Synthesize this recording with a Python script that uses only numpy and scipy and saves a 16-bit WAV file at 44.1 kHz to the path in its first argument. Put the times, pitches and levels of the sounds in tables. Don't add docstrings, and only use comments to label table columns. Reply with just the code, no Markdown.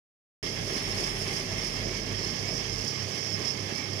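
import sys
import numpy as np
from scipy import signal
from scipy.fft import rfft, irfft
from scipy.io import wavfile
from scipy.ndimage import uniform_filter1d

SR = 44100
rng = np.random.default_rng(int(sys.argv[2]) if len(sys.argv) > 2 else 0)


def inscribe(sig):
    pcm = np.round(np.clip(np.atleast_2d(sig).T, -1, 1) * 32767)
    wavfile.write(sys.argv[1], SR, pcm.astype(np.int16))


N = 176400

CYCLE_HZ, SHAFT_HZ = 3.314, 33.14
SHAFT_RING_DB = 1.3
# share_of_cycle, rumble_db, rattle_db, ring_db
PUMP_LOAD = [(.03, 0.3, -0.84, 1.5), (.16, -1, -1.3, 0), (.24, 0, 0.3, 2.9), (.37, 0.6, -0.5, 1.5),
             (.44, 0.7, -0.5, 2.9), (.54, 0, 0.2, 3.5), (.68, -0.8, -1, 0), (.85, -1.3, -1, 0)]
# time_s, rumble_db, rattle_db, ring_db
SLOW_LEVELS = [(.43, -38.5, -42.5, -41.5), (1, -38, -40.5, -40), (1.7, -40, -42.5, -40.5),
               (2.1, -38.5, -43, -41), (2.6, -41.5, -43, -39.5), (3.2, -41.5, -44, -40.5),
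               (4, -40.5, -44, -41.5)]
# time_s, ring_db, rattle_db, rumble_db
BALANCE = [(0.45, -15, -6.5, -4.5), (0.72, -21, -6.5, -4), (0.81, -13.5, -3.5, 0), (2.38, -22.5, -8, -5.0),
           (3.28, -21.5, -10, -7.0), (4.0, -23, -9.5, -7)]


def undb(db):
    return 10 ** (np.asarray(db) / 20)


def clock():
    return np.arange(N) / SR


def curve(table, column=1):
    rows = np.array(table, float)
    return np.interp(clock(), rows[:, 0], rows[:, column])


def wander(rate_hz):
    hold = int(SR / rate_hz)
    steps = np.repeat(rng.standard_normal(N // hold + 1), hold)
    smooth = uniform_filter1d(uniform_filter1d(steps, hold), hold)[:N]
    return smooth / smooth.std()


def pan(db):
    gains = undb(np.array([db, -db]).reshape(2, -1) / 2)
    return gains / gains.mean(axis=0)


def swell(at_s, length_s):
    return np.exp(-2 * ((clock() - at_s) / length_s) ** 2)


def impacts(rate_hz, scatter_db):
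    return rng.standard_normal((2, N)) * undb(scatter_db * wander(rate_hz))


def resonate(drive, colour, modes=()):
    freqs = np.arange(N // 2 + 1) * SR / N + 1e-3
    hz, db = np.array(colour, float).T
    gains = undb(np.interp(np.log(freqs), np.log(hz), db))
    cepstrum = irfft(np.log(gains), N)
    cepstrum[1:N // 2] *= 2
    cepstrum[N // 2 + 1:] = 0
    response = np.exp(rfft(cepstrum))
    for pitch_hz, width_hz, boost_db in modes:
        detuning = (freqs * freqs - pitch_hz ** 2) / (freqs * width_hz)
        response = response * (1 + (undb(boost_db) - 1) / (1 + 1j * detuning))
    sound = irfft(rfft(drive) * response, N)
    return sound / sound.mean(axis=0).std()


def load_db(column):
    rows = np.array(PUMP_LOAD)
    return np.interp(clock() * CYCLE_HZ, rows[:, 0], rows[:, column], period=1)


def shaft(peak_share=0.46):
    return np.cos(2 * np.pi * (clock() * SHAFT_HZ - peak_share))


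def echoes(sound, fade_s=0.12, echo_db=-6.5):
    t = clock()[:SR // 4]
    tail = rng.standard_normal((2, len(t))) * np.exp(-np.log(1000) * t / fade_s)
    tail *= undb(echo_db) / np.linalg.norm(tail, axis=1, keepdims=True)
    return sound + signal.fftconvolve(sound, tail, axes=1)[:, :N]


def motor_hum(hum_hz=100, hum_db=-44.5, throb_db=4.5, peak_share=0.092, waver_db=1.8):
    # pitch_hz, level_db
    tones = [(33.1, -66), (66.3, -59.5), (133.1, -47.5), (166.1, -54.5), (206.4, -54), (309.5, -61)]
    t = clock()
    throb = throb_db * np.cos(2 * np.pi * (t * CYCLE_HZ - peak_share))
    hum = undb(hum_db + throb + .8 * wander(22.1)) * np.sin(2 * np.pi * hum_hz * t)
    for hz, db in tones:
        gain = undb(db + waver_db * wander(7))
        hum = hum + gain * np.sin(2 * np.pi * (hz * t + rng.random()) + .5 * wander(5.02))
    return np.sqrt(2) * hum * pan(db=-8)


def cabinet_rumble(alike_hz=850, shaft_db=0.4, flutter_db=0.42):
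    # pitch_hz, gain_db
    colour = [(25, -27), (58, -12), (72, -11.5), (100, -5.5), (135, -5.5), (160, -3), (235, -3.5),
              (400, -5), (520, -9), (640, -11), (900, -25.5), (1200, -46.5)]
    # pitch_hz, width_hz, boost_db
    modes = [(164, 8, 4), (202, 13, 3), (382.7, 19, 4.5), (435.4, 20, 4), (648, 12, 5)]
    # middle_s, length_s, boost_db
    shudders = [(0.742, .04, 0.5), (1.017, 0.054, 2), (1.885, 0.064, 3), (2.553, 0.033, 4),
                (2.84, .04, 2.5), (3.105, 0.032, 2.5), (3.408, 0.019, 4.5), (3.71, 0.039, 3)]
    shared, side = impacts(rate_hz=300, scatter_db=1.5)
    side = signal.sosfilt(signal.butter(1, alike_hz, "high", fs=SR, output="sos"), side)
    rumble = resonate(np.array([shared + side, shared - side]), colour, modes)
    db = curve(SLOW_LEVELS, column=1) + load_db(column=1) + shaft_db * shaft()
    db += flutter_db * wander(25.15)
    db += sum(boost_db * swell(at, length) for at, length, boost_db in shudders)
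    return rumble * undb(db) * pan(curve(BALANCE, column=3))


def panel_rattle(shaft_db=-0.5, flutter_db=1.0):
    # pitch_hz, gain_db
    colour = [(440, -20.5), (750, -9.5), (846, -4), (922, -8), (1530, -10), (1750, -2.5), (2100, -3.5),
              (2410, -6.5), (2960, -7), (3200, -4), (3850, -12.5), (4100, -11.5), (5330, -27), (9020, -120)]
    # pitch_hz, width_hz, boost_db
    modes = [(1141, 20, 6), (1630, 11, 1), (1760, 5.7, 3), (2064, 11.6, 8), (2120, 18, 5.5), (2180, 9.9, 8),
             (2278, 11, 5.5), (2735, 16, 2.5), (3120, 16, 0.5), (3286, 55, 4.5)]
    knocks = impacts(rate_hz=600, scatter_db=1.0)
    knocks *= undb(load_db(column=2) + shaft_db * shaft() + flutter_db * wander(25.11))
    rattle = resonate(echoes(knocks), colour, modes)
    return rattle * undb(curve(SLOW_LEVELS, column=2)) * pan(curve(BALANCE, column=2))


def pipe_ring(pulse_db, flutter_db=1.0):
    # pitch_hz, gain_db
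    colour = [(3500, -47), (4000, -21.5), (4400, -14), (4700, -7.5), (5200, 0), (5550, -3.5), (5850, -5.5),
              (6200, -11), (6700, -15.5), (7300, -20.5), (9000, -35.5)]
    # pitch_hz, width_hz, boost_db
    modes = [(4268, 19, 11.4), (4630, 13, 4.2), (4700, 20, 4.3), (5150, 14, 3.1), (5265, 12, 8.5),
             (5387, 15.5, 8.4), (5428, 13, 6.9), (5740, 31, 3.8), (5740, 16, 5.1)]
    chatter = impacts(rate_hz=500, scatter_db=1.0) * undb(pulse_db + flutter_db * wander(29.75))
    ring = resonate(echoes(chatter), colour, modes)
    return ring * undb(curve(SLOW_LEVELS, column=3)) * pan(curve(BALANCE, column=1))


def fuel_hiss(pulse_db, follow_share=0.68):
    # pitch_hz, gain_db
    colour = [(4500, -24), (6500, 6), (7400, -1), (8400, -0.5), (9800, 5), (11000, -6.5), (13000, -7.5),
              (15000, -12.5), (16000, -2)]
    # time_s, level_db
    levels = [(.43, -57), (.8, -52), (1.06, -51), (1.38, -52), (1.48, -55.5), (1.76, -54), (1.84, -58.5),
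              (2.6, -57.5), (3.2, -58), (4, -58.5)]
    hiss = resonate(echoes(impacts(rate_hz=860, scatter_db=1.5)), colour)
    return hiss * undb(curve(levels) + follow_share * pulse_db) * pan(db=13)


def low_drone(waver_db=1.8):
    # time_s, pitch_hz, level_db
    path = [(.43, 40.8, -52), (.72, 41.4, -50), (.88, 44.2, -45), (1.3, 43.8, -49), (1.65, 45, -44.5),
            (1.95, 45.1, -43.5), (2.2, 46, -46.5), (2.4, 48.3, -55), (2.6, 49, -48), (2.81, 49, -45.5),
            (2.9, 49, -69), (4, 49, -66)]
    phase = 2 * np.pi * np.cumsum(curve(path, column=1)) / SR
    gain = undb(curve(path, column=2) + waver_db * wander(16.3))
    return np.sqrt(2) * np.sin(phase) * gain * pan(db=-3)


def pipe_song(surge, roughness=0.25):
    # pitch_hz, gain_db
    notes = [(5227, -2), (5390, -4)]
    song = sum(undb(db) * np.sin(2 * np.pi * (hz * clock() + rng.random()) + roughness * wander(120))
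               for hz, db in notes)
    flutter = undb(SHAFT_RING_DB * shaft() + 0.9 * wander(150))
    return np.sqrt(2) * song * surge * flutter * pan(curve(BALANCE, column=1))


def squeaks(roughness=0.3):
    # middle_s, length_s, pitch_hz, level_db
    rubs = [(.79, 0.059, 4250, -49.5), (0.948, 0.036, 4268, -47), (1.06, 0.045, 2273, -50),
            (1.95, 0.14, 2255, -48), (2.25, 0.077, 4268, -48.5), (2.497, 0.11, 2260, -48.5),
            (2.563, 0.045, 5680, -42), (2.9, .05, 4680, -45), (3.17, 0.038, 5820, -49),
            (3.196, .08, 2260, -51), (3.77, .05, 4268, -53), (3.8, 0.1, 2284, -46.5)]
    song = sum(undb(db) * swell(at, length) * np.sin(2 * np.pi * hz * clock() + roughness * wander(90))
               for at, length, hz, db in rubs)
    return np.sqrt(2) * song * pan(db=-12)


def scene():
    # middle_s, length_s, level_db
    bursts = [(0.757, .05, -48), (1.219, 0.023, -35.5), (1.376, 0.028, -34), (1.65, .05, -45),
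              (2.244, 0.061, -45), (2.58, 0.053, -44), (2.885, 0.047, -39), (3.17, .05, -46),
              (3.335, .04, -34.5), (3.487, 0.047, -33), (3.768, 0.1, -45)]
    surge = sum(undb(db) * swell(at, length) for at, length, db in bursts)
    surge_db = 1.6 * surge / surge.max()
    pulse_db = load_db(column=3) + SHAFT_RING_DB * shaft() + surge_db
    running = motor_hum() + cabinet_rumble() + panel_rattle() + pipe_ring(pulse_db) + fuel_hiss(pulse_db)
    return running + low_drone() + pipe_song(surge) + squeaks()


def record(dry, start_s=.428, top_hz=15400):
    treble_cut = signal.ellip(10, .2, 70, top_hz, fs=SR, output="sos")
    return signal.sosfilt(treble_cut, dry * (clock() >= start_s))


dry = scene()
out = record(dry)
inscribe(out)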